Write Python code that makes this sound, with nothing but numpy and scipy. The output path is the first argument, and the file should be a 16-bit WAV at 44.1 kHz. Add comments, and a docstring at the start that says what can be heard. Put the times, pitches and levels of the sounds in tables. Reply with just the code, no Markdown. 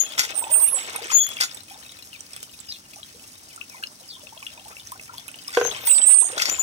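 """A cast-iron hand pump in a farmyard, over leaf hiss and a low rumble with thumps.
First the dry pivot squeals by sticking and slipping, the rod clanks, and water gushes into a pot.
Then the pot is tipped: water trickles, drips and gurgles as drops crack and air pockets ring; chicks peep softly.
Last the pot is set down with a bounce, and pumping starts again with new squeals and a fresh gush.
Two microphone ports hear it with different colour and a small lag."""
import sys
import numpy as np
from scipy import signal
from scipy.fft import rfft, irfft, next_fast_len
from scipy.io import wavfile

SR = 44100
rng = np.random.default_rng(int(sys.argv[2]) if len(sys.argv) > 2 else 0)


def unload_wav(signal):
    """Save mono or channel-first audio to the path in sys.argv[1] as 16-bit WAV at rate SR, clipped to [-1, 1]."""
    wavfile.write(
        sys.argv[1],
        SR,
        np.round(np.clip(np.atleast_2d(signal).T, -1, 1) * 32767).astype(np.int16),
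    )


N = 291942   # length in samples

# how strongly the water falls and bubbles: t/s, splash level/dB, gurgle level/dB
WATER_FLOW = [(0.0, -42, -48.5), (0.57, -42.5, -43.5), (0.96, -43, -44.5), (1.29, -41, -49.5),
              (1.66, -53.5, -57), (2.73, -58, -63.5), (4.13, -61.5, -58.5), (5.42, -53.5, -61.5),
              (5.75, -37.5, -45), (6.19, -42, -45.5), (6.62, -35, -43)]


def amp(db):
    """Turns decibels into a plain multiplier."""
    return 10 ** (np.asarray(db) / 20)


def rms_one(x):
    """Scales a sound to an average strength (rms) of 1."""
    return x / np.sqrt(np.mean(x ** 2) + 1e-20)


def drift(rate_hz, size=N):
    """Slow random wandering of spread 1: noise passed twice through a one-pole low-pass."""
    r = np.exp(-2 * np.pi * rate_hz / SR)
    noise = rng.standard_normal(size + 9000)
    settled = signal.lfilter([1], [1, -2 * r, r * r], noise)[9000:]
    return rms_one(settled)


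def ring(x, hz, t60):
    """A unit click sets a sine of height 1 ringing; it falls by 60 dB in t60 seconds."""
    r, w = amp(-60 / (t60 * SR)), 2 * np.pi * hz / SR
    return signal.lfilter([0, np.sin(w)], [1, -2 * r * np.cos(w), r * r], x + 1e-18)


def peak(x, hz, width_hz, db):
    """Bell-shaped boost or cut around one pitch."""
    w, a = 2 * np.pi * hz / SR, amp(db / 2)
    k = np.tan(np.pi * width_hz / SR)
    return signal.lfilter([1 + k * a, -2 * np.cos(w), 1 - k * a], [1 + k / a, -2 * np.cos(w), 1 - k / a], x)


def high_pass(x, hz):
    """Takes the bass out."""
    return signal.sosfilt(signal.butter(2, hz, "high", fs=SR, output="sos"), x)


def band_pass(x, order, low_hz, high_hz):
    """Keeps mainly the sound between two pitches."""
    return signal.sosfilt(signal.butter(order, [low_hz, high_hz], "band", fs=SR, output="sos"), x)


def coloured(x, points):
    """Shapes noise-like sound to a smooth spectrum; rms 1."""
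    hz, db = np.transpose(points)
    size = next_fast_len(N)
    log_hz = np.log(np.arange(size // 2 + 1) * SR / size + 1)
    gain = amp(np.interp(log_hz, np.log(hz), db, left=-80, right=-80))
    return rms_one(irfft(rfft(x, size) * gain, size)[..., :N])


def grains(per_s, spread_db):
    """Random clicks with a long-tailed spread of sizes."""
    sizes = amp(spread_db * np.minimum(rng.exponential(1, N), 5)) * rng.choice([-1, 1], N)
    return sizes * (rng.random(N) < per_s / SR)


def add(out, s, sound, pan_db=0):
    """Mixes a short sound in at s seconds, panned so that the centre level stays."""
    i, lean = round(s * SR), amp(pan_db)
    gains = [2 * lean / (1 + lean), 2 / (1 + lean)]
    out[:, i:i + len(sound)] += np.outer(gains, sound[:N - i])


def tone(hz, db, rough):
    """A near sine whose pitch and strength shake with roughness; both ends are faded."""
    size = len(hz)
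    shake = drift(270, size=size)
    phase = np.cumsum(2 * np.pi * hz * (1 + 0.02 * rough * shake) / SR)
    to_end = np.minimum(np.arange(size) + 40, np.arange(size)[::-1] + 40)   # samples to the nearer end, plus 40
    fade = np.minimum(1, to_end / 200)
    tremble_db = 6 * rough * drift(150, size=size)
    return np.sqrt(2) * amp(db + tremble_db) * np.sin(phase) * fade


def yard():
    """Leaf hiss of its own in each port over shared far noise, with a low rumble and thumps below."""
    # colour of the yard noise: f/Hz, relative level/dB
    hiss_colour = [(15, -67), (40, -45), (114, 0.5), (277, 8), (439, -6), (1020, -9.5), (1840, -9.5),
                   (2840, -10), (6050, -1.5), (7110, -11), (7920, -7), (14800, -22), (16000, 9)]
    # low rumble and thumps, strongest after the pot is set down: t/s, level/dB
    rumble_levels = [(0.0, -74), (0.2, -61), (4.76, -62.5), (4.85, -57.5), (5.49, -64), (5.73, -50),
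                     (6.16, -64.5), (6.6, -54), (6.62, -64)]
    mid, side, rumble = rng.standard_normal((3, N))
    side = high_pass(side, 460)
    hiss_db = -51 + drift(7.2)
    hiss = amp(hiss_db) * coloured(np.array([mid + side, mid - side]), hiss_colour)
    rumble_db = np.interp(np.arange(N) / SR, *np.transpose(rumble_levels)) + 1.2 * drift(2.9)
    return hiss + amp(rumble_db) * rms_one(band_pass(rumble, 2, 48, 130))


def peeps():
    """Chicks give short falling whistles; rough ones smear into a cluster of neighbours."""
    # chick peeps: t/s, length/s, start f/Hz, end f/Hz, level/dB, roughness (0-1)
    chick_calls = [(2.116, 0.058, 3400, 2120, -43.5, 0.18), (2.678, 0.05, 5100, 4830, -37.5, 0.57),
                   (2.692, 0.084, 4100, 3460, -48, 0.77), (4.078, 0.056, 5000, 4300, -43.5, 0.64),
                   (4.094, 0.086, 3900, 3230, -46.5, .6), (3.482, 0.07, 3140, 1890, -54, 0.37),
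                   (3.688, 0.12, 2690, 1880, -51, 0.4), (5.927, 0.062, 5500, 4320, -37, 0.55)]
    out = np.zeros((2, N))
    for s, length, start_hz, end_hz, db, rough in chick_calls:
        size = round(length * SR)
        fall = end_hz + (start_hz - end_hz) * np.linspace(1, 0, size) ** 1.3
        cluster = sum(share * tone(fall * (1 + step * rough), db, rough)
                      for share, step in ((1, 0), (rough, .12), (rough, -.1)))
        add(out, s, np.hanning(size) ** .5 * cluster, 4.0)
    return out


def bumps():
    """The full pot lands and bounces; every mode starts softly, within about a cycle."""
    # pot bottom landing on the slab: t/s, relative level/dB
    landings = [(5.571, -2.5), (5.612, -8.5), (5.65, -15.5), (5.676, -21)]
    # ringing modes of the pot: f/Hz, relative level/dB, t60/s
    pot_modes = [(417, -17, 0.17), (478, -1.5, 0.064), (752, -8, 0.027), (1040, -5, 0.014), (1544, -7, .02),
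                 (3400, -24.5, 0.033)]
    out = np.zeros(N)
    times, landing_db = np.transpose(landings)
    for hz, level_db, t60 in pot_modes:
        clicks = np.zeros(N)
        uneven_db = rng.normal(0, 0.39, len(landings))
        clicks[[round(s * SR) for s in times]] = amp(landing_db + level_db + uneven_db)
        w = 2 * np.pi * hz / SR
        r = 1 - w / 4
        # a second, quickly fading resonance softens the start
        out += signal.lfilter([.5 * w], [1, -2 * r * np.cos(w), r ** 2], ring(clicks, hz, t60)) * np.sin(w)
    # grit crunches and water slops after each landing, driven by the last mode's clicks
    jolt = signal.lfilter([1], [1, -np.exp(-1 / (0.0096 * SR))], clicks)
    crunch = band_pass(jolt * rng.standard_normal((2, N)), 2, 500, 2300)
    return out + amp(21.0) * crunch


def cracks(table, cycles, crack_db):
    """Each drop or sharp hit is a crack of noise and a few brief rings around its pitch."""
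    out, t = np.zeros((2, N)), np.arange(900) / SR
    for s, db, hz in table:
        ratios = (1, *rng.uniform(0.79, 1.6, 2))
        rings = sum(share * np.sin(2 * np.pi * hz * ratio * t) for share, ratio in zip((1, .55, .4), ratios))
        crack = amp(crack_db) * rng.standard_normal(900) * np.exp(-t / 0.0017)
        swell = 1 - np.exp(-t / .0006)
        add(out, s, amp(db) * swell * (rings * np.exp(-t * hz / cycles) + crack), rng.normal(0, 9.1))
    return out


def patter():
    """Small stray drops fall at random moments, following the splash."""
    s, splash_db = np.transpose(WATER_FLOW)[:2]
    draws = rng.random((420, 3))
    at = draws[:, 0] * N / SR
    base_db = np.minimum(np.interp(at, s, splash_db), -50)
    drop_db = base_db + 11.0 - 1.45 * np.log(draws[:, 1] + 0.025)
    return cracks(np.c_[at, drop_db, 2300 * 4.0 ** draws[:, 2]], cycles=20.2, crack_db=4)


def loud_hits():
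    """Loud drops, the sharp ring of the hardest rod clanks, and fine droplets bursting higher up."""
    # loud drops on pot and slab, and the sharp ring of the hardest rod clanks: t/s, relative level/dB, f/Hz
    hits = [(0.1356, -32, 3260), (0.2992, -30, 3630), (0.4394, -26.5, 2590), (0.5395, -25.5, 2690),
            (0.6844, -25.5, 2560), (0.8216, -28, 3560), (0.961, -25, 2510), (1.103, -20, 2520),
            (1.3568, -43, 2860), (1.3678, -20.5, 2720), (1.3868, -28, 2340), (1.4099, -6.5, 5200),
            (1.5123, -25, 4900), (1.8924, -30, 3760), (1.9198, -32, 3800), (2.2062, -22, 5860),
            (2.3329, -23, 5280), (2.3633, -31, 3410), (2.5903, -33, 4560), (2.723, -23, 4100),
            (2.959, -27, 5900), (3.0303, -28, 3250), (3.6125, -25.5, 2620), (3.6968, -27.5, 5570),
            (3.8365, -16, 2840), (3.8704, -27, 5200), (4.1627, -33, 3640), (4.2695, -34.5, 2610),
            (4.3753, -31, 3270), (4.4271, -26, 2420), (4.5758, -35, 2480), (4.5948, -36, 2740),
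            (4.7669, -32.5, 2640), (4.466, -20.5, 2824), (4.7973, -27.5, 3570), (4.8721, -25, 5920),
            (4.9958, -28, 2590), (5.1809, -24.5, 3350), (5.2852, -27, 2570), (5.3421, -27, 2910),
            (5.4797, -17, 5360), (5.6928, -25, 3290), (5.7128, -21.5, 3440), (5.7472, -24, 3060),
            (5.8959, -21, 2690), (5.9123, -19.5, 2810), (5.9827, -21, 3680), (6.0156, -21, 3090),
            (6.1443, -22.5, 4530), (6.3788, -26, 3800), (6.3987, -17.5, 2620), (6.421, -9, 5660),
            (6.497, -5.5, 6120)]
    # bursting fine droplets: t/s, relative level/dB, f/Hz
    droplets = [(0.9602, -22.5, 8780), (1.2655, -24.5, 10600), (1.2889, -25.5, 11700), (1.4087, -18, 8460),
                (1.5452, -31.5, 8000), (2.3628, -28, 7950), (2.4282, -26, 8070), (2.6013, -34, 7700),
                (3.5601, -34, 8300), (4.6816, -32, 7830), (4.9185, -28, 8500), (5.1804, -34.5, 11800),
                (5.2802, -26.5, 11100), (5.3575, -36, 7750), (5.4753, -34, 8900)]
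    return cracks(hits, cycles=9.45, crack_db=-11) + cracks(droplets, cycles=35.0, crack_db=1)


def bubbles(table, cycles, rise):
    """An air pocket rings and rises in pitch as it nears the surface."""
    out, t = np.zeros((2, N)), np.arange(3000) / SR
    for s, db, hz in table:
        swell = (1 - np.exp(-t / .0025)) * amp(db) * np.exp(-t * hz / cycles)
        add(out, s, swell * np.sin(2 * np.pi * hz * t * (.96 + rise * t)), rng.normal(0, 1.4))
    return out


def glugs():
    """Each loud air pocket drags a few smaller ones of nearby pitch behind it."""
    # loudest air pockets: t/s, relative level/dB, f/Hz
    air_pockets = [(0.369, -29, 805), (0.422, -21, 930), (0.467, -21, 860), (0.494, -24, 920),
                   (0.568, -30, 1100), (0.595, -24, 1040), (0.621, -27, 983), (0.731, -22.5, 1050),
                   (0.985, -25.5, 790), (1.015, -30, 439), (1.098, -17.5, 1240), (1.115, -18.5, 1040),
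                   (1.709, -32, 775), (1.756, -35.5, 836), (2.963, -36, 797), (3.143, -42.5, 452),
                   (3.576, -29, 1360), (3.744, -34.5, 1010), (3.826, -23, 1630), (4.005, -43.5, 680),
                   (4.165, -37, 1020), (4.23, -40, 574), (4.323, -32, 878), (4.423, -32.5, 1085),
                   (4.575, -37, 934), (4.656, -31.5, 830), (4.725, -35, 1315), (4.92, -24, 1040),
                   (5.287, -33.5, 1420), (5.093, -23.5, 1360), (5.149, -37, 920), (5.179, -39, 1090),
                   (5.485, -31.5, 1155), (5.75, -28, 1004), (5.872, -25.5, 923), (6.09, -27, 1010),
                   (6.143, -26, 1120), (6.224, -25, 997), (6.328, -28, 500), (6.379, -15.5, 1490),
                   (6.41, -24, 1310), (6.584, -25, 1040)]
    followers, follow_s, follow_loss_db = 3, .045, 7   # count, longest delay in s, least drop in dB
    lead = np.repeat(air_pockets, followers, axis=0)
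    draws = rng.random((len(lead), 3))
    after_s = np.minimum(lead[:, 0] + follow_s * draws[:, 0], (N - 1) / SR)
    after_db = lead[:, 1] - follow_loss_db * (1 + draws[:, 1])
    after_hz = lead[:, 2] * (.65 + .9 * draws[:, 2])
    pockets = np.r_[air_pockets, np.c_[after_s, after_db, after_hz]]
    return bubbles(pockets, cycles=6.54, rise=3.86) * amp(2.0 * drift(120))


def splashing():
    """Water hits of many sizes are dealt at random to 24 short rings, shared unequally left and right."""
    # colour of the splash: f/Hz, relative level/dB
    splash_colour = [(1300, -9), (1900, -2), (2700, 2.5), (3050, -1.5), (3500, 2), (4500, -8), (6000, 8),
                     (7000, -16), (8000, 3), (9500, -43)]
    hits, dealt = grains(2500 * amp(4.9 * drift(12)), 2.94), rng.integers(0, 24, N)
    hz, db = np.transpose(splash_colour)
    rings = [amp(np.interp(f, hz, db)) * ring(hits * (dealt == k), f, 33.0 / f)
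             for k, f in enumerate(np.geomspace(1300, 9500, 24))]
    even, odd = sum(rings[::2]), sum(rings[1::2])
    return rms_one(np.array([even + 0.34 * odd, odd + 0.34 * even]))


def gurgling():
    """A crowd of rising bubbles, with countless tiny pockets blurred into a wash of noise."""
    draws = rng.random((2200, 3))
    crowd = np.c_[draws[:, 0] * N / SR, -5.0 * np.log(draws[:, 1] + .01), 520 * 2.9 ** draws[:, 2]]
    gurgle = rms_one(bubbles(crowd, cycles=5, rise=1.2))
    wash = band_pass(rng.standard_normal((2, N)) + 2.0 * rng.standard_normal(N), 2, 330, 1400)
    return rms_one(gurgle + amp(3.0 + 4.7 * drift(53)) * rms_one(wash))


def water():
    """The stream makes splashes, gurgles below them and crackling spray above; it falls unevenly."""
    # colour of the spray: f/Hz, relative level/dB
    spray_colour = [(5000, 10), (8000, 4), (11000, 2), (13000, 9), (15000, -29), (16000, -24)]
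    surge_db, surge_hz = 2.5, 9.5   # spread and rate of the uneven fall
    s, *levels = np.transpose(WATER_FLOW)
    splash_db, gurgle_db = (np.interp(np.arange(N) / SR, s, level) for level in levels)
    spray_db = -51.5 + 0.067 * (splash_db - splash_db.mean())   # follows a small share of the splash's swing
    spray = coloured(grains(5000 * amp(6 * drift(25)), 5), spray_colour)
    splash = amp(splash_db + surge_db * drift(surge_hz)) * splashing()
    gurgle = amp(gurgle_db + surge_db * drift(surge_hz)) * gurgling()
    return high_pass(splash + gurgle, 120) + amp(spray_db) * spray


def clanks():
    """Each blow is a dying rattle of contacts; loose parts split every mode and add a noisy clatter."""
    # rod hitting its stops: t/s, relative level/dB, rattle decay time/s
    blows = [(0.176, -20.5, 0.021), (0.186, -14, 0.011), (0.229, -26.5, 0.01), (0.499, -36.5, 0.011),
             (1.099, -32, 0.0075), (1.111, -29, 0.026), (1.4007, -18.5, 0.016), (1.4305, -23, 0.0098),
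             (5.528, -35, 0.093), (5.867, -33, 0.018), (6.3736, -28.5, 0.032), (6.408, -21.5, 0.0079),
             (6.42, -23, 0.014), (6.445, -28.5, 0.03), (6.481, -29, 0.0083), (6.516, -38, 0.014)]
    # ringing modes of the iron: f/Hz, relative level/dB, t60/s
    iron_modes = [(1406, 1.5, 0.04), (1994, 11, 0.014), (2620, -9, 0.03), (3350, -2.5, 0.035),
                  (3570, -6, 0.042), (4530, 1, 0.084), (5463, 4, 0.032), (6010, -2, 0.071),
                  (6740, -1, 0.085), (7200, 2.5, 0.022), (8600, -14.5, 0.12), (9400, -13.5, 0.053),
                  (11100, -11, 0.08), (11400, -15.5, 0.023), (13100, -27, 0.036), (13700, -32, .05),
                  (14800, -15, 0.071)]
    rattle, t = np.zeros(N), np.arange(4000) / SR
    for s, db, length in blows:
        i = round(s * SR)
        fall = (1 - np.exp(-t / 0.0013)) * np.exp(-t / max(length, .001))
        rattle[i:i + 4000] += amp(db) * fall[:N - i]
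    rattle *= amp(5.45 * drift(206))
    body = sum(amp(db - 32) * ring(rattle * rng.standard_normal(N), hz * split, t60)
               for hz, db, t60 in iron_modes for split in (1, 1.03))
    clatter = band_pass(rattle * rng.standard_normal(N), 1, 1200, 6500)
    return high_pass(body, 730) + amp(-2.5) * clatter


def squeak_rows(s, hz, db, rise, fall, glide):
    """A squeak rises, peaks and falls while its pitch glides evenly."""
    depth_db = 30   # how far the ends lie below the peak
    return [(s + dt, hz + glide * dt, db - (dt != 0) * depth_db) for dt in (-max(rise, .005), 0, max(fall, .005))]


def squeals():
    """Stick-slip in the pivot locks on to one high mode after another; the lower ones carry their octave."""
    # long squeals that swell with the push on the handle: roughness (0-1), rows of (t/s, f/Hz, level/dB)
    long_squeals = [ (0.34, [(0.0, 6710, -13.5), (0.04, 6700, -30), (0.073, 6730, -46), (0.17, 6710, -60)]),
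                    (0.49, [(.345, 9200, -41), (.364, 8730, -28), (.396, 8560, -22.5), (.424, 8500, -37),
                    (.49, 8580, -51)]), (0.26, [(5.85, 9300, -40), (5.862, 8950, -33), (5.877, 8680, -19),
                    (5.98, 8600, -38), (6.03, 8600, -52)]), (0.078, [(0.49, 8560, -61),
                    (0.518, 8580, -21.5), (0.547, 8610, -12), (0.6, 8620, -26), (0.645, 8675, -11),
                    (0.681, 8670, -30), (0.745, 8620, -44)]), (0.1, [(1.11, 6710, -43), (1.145, 6780, -14),
                    (1.161, 6790, -11.5), (1.255, 6725, -25), (1.279, 6720, -46.5), (1.37, 6740, -51)]),
                    (0.068, [(5.88, 8130, -35), (5.911, 8060, -10.5), (5.93, 8040, -16.5),
                    (5.99, 8020, -16), (6.007, 7990, -25), (6.043, 8000, -12.5), (6.062, 7995, -27),
                    (6.094, 7990, -18), (6.2, 8050, -37)]), (0.15, [(6.045, 8480, -44),
                    (6.071, 8500, -10.5), (6.1, 8580, -14.5), (6.13, 8620, -9.5), (6.17, 8570, -14),
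                    (6.22, 8560, -24), (6.27, 8580, -28), (6.4, 8590, -52)])]
    # short squeaks: t of peak/s, f/Hz, level/dB, rise/s, fall/s, glide/(Hz per s), roughness (0-1)
    short_squeaks = [(0.06, 3340, -40.5, 0.057, 0.13, -300, 0.02), (0.392, 15320, -29, .07, .09, -1000, .2),
                     (0.442, 8000, -37.5, 0.054, 0.046, 0, 0.2), (0.527, 15320, -19, 0.035, .125, -1500, 0),
                     (0.567, 9120, -17, .02, 0.1, 4000, 0.35), (0.632, 14350, -25, .12, 0.11, -200, 0.2),
                     (0.68, 10880, -23, 0.042, 0.17, -250, 0.5),
                     (0.683, 10330, -19.5, .021, 0.035, 1500, 0),
                     (0.731, 10330, -19, 0.019, 0.052, 1500, 0.26),
                     (0.748, 8500, -20.5, .02, 0.03, -4000, 0.6),
                     (0.759, 7770, -23, 0.013, 0.13, -400, .075),
                     (1.181, 10220, -36.5, 0.012, 0.1, -2500, 0.5),
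                     (1.187, 3407, -28, .02, 0.18, -200, 0.2), (1.195, 3335, -31, .03, 0.19, -200, 0),
                     (1.315, 3350, -36, .12, 0.065, 0, 0), (0.05, 9800, -45, .03, 0.043, 0, .2),
                     (5.98, 10020, -40, 0.084, 0.18, 4, .15), (5.669, 6320, -24, 0.067, 0.05, -1000, 0.78),
                     (5.812, 13400, -45, 0.017, 0.42, -1800, .48),
                     (5.86, 15420, -16.5, 0.014, 0.11, -4500, 0.34),
                     (6.082, 15100, -36, 0.074, .2, -2000, 0.2), (6.19, 8490, -12, .028, 0.1, -200, 0.14),
                     (6.202, 10250, -18.5, 0.028, 0.078, -300, 0.06),
                     (6.259, 6620, -34, 0.099, .1, 1003, 0.75),
                     (6.521, 7030, -23, 0.088, 0.096, 2002, 0.52),
                     (6.598, 6990, -20, 0.027, 0.28, -5000, 0.48)]
    # where each pivot mode is heard: f/Hz, left minus right level/dB
    pivot_pan = [(3400, 10), (6720, 34), (7070, 5), (7790, -29), (8030, -38), (8600, -21), (10300, -14),
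                 (10920, -7), (13400, 7), (15300, 27)]
    octave_db, octave_top_hz = -19, 15650   # the octave is left out from this pitch up
    out = np.zeros((2, N))
    for rough, rows in long_squeals + [(row[-1], squeak_rows(*row[:-1])) for row in short_squeaks]:
        s, hz, db = np.transpose(rows)
        t = np.arange(max(s[0], 0), s[-1], 1 / SR)
        loudest_hz = hz[np.argmax(db)]
        for times, gain_db in ((1, 0.0081), (2, octave_db)):
            if times == 1 or 2 * loudest_hz < octave_top_hz:
                pitch = times * np.interp(t, s, hz)
                sound = tone(pitch, gain_db + np.interp(t, s, db), np.clip(rough, 0, 1))
                add(out, t[0], sound, np.interp(times * loudest_hz, *np.transpose(pivot_pan)))
    return out


def ports(x):
    """The casing colours the two ports in opposite ways."""
    # colour of left over right: f/Hz, width/Hz, level difference/dB
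    port_colour = [(4510, 6800, 11), (8600, 3680, -21.5), (15930, 1400, 35.5)]
    left, right = x
    for hz, width_hz, db in port_colour:
        left = peak(left, hz, width_hz, db / 2)
        right = peak(right, hz, width_hz, -db / 2)
    return np.array([left, right])


def echoes(x):
    """A few dull reflections from fence, slab and trees, other ones in each port."""
    out = np.zeros((2, N))
    lags = (rng.uniform(0.0018, 0.048, 16) * SR).astype(int)
    for k, lag in enumerate(lags):
        out[k % 2, lag:] += amp(-350 * lag / SR) * rng.choice([-1, 1]) * x[:-lag]   # later ones are weaker
    return signal.lfilter([.6], [1, -.4], out)


def scene():
    """Pump, water and chicks reach the left port a little late; the pot's bounce reaches both together."""
    left_lag = 13   # samples
    wet_and_hits = water() + high_pass(patter() + loud_hits() + glugs(), 350)
    near = ports(wet_and_hits + clanks()) + squeals() + peeps()
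    near[0] = np.concatenate([np.zeros(left_lag), near[0, :-left_lag]])
    near += high_pass(high_pass(bumps(), 300), 300)
    reflected = amp(-9) * echoes(high_pass(near.mean(axis=0), 500))
    return near + reflected + high_pass(ports(yard()), 63)


def record(dry):
    """Peaks are rounded, then the top is cut steeply."""
    rounded = .9 * np.tanh(dry / .9)
    return signal.sosfilt(signal.cheby2(14, 70, 16250, fs=SR, output="sos"), rounded)   # 70 dB down from 16250 Hz


dry = scene()
out = record(dry)
unload_wav(out)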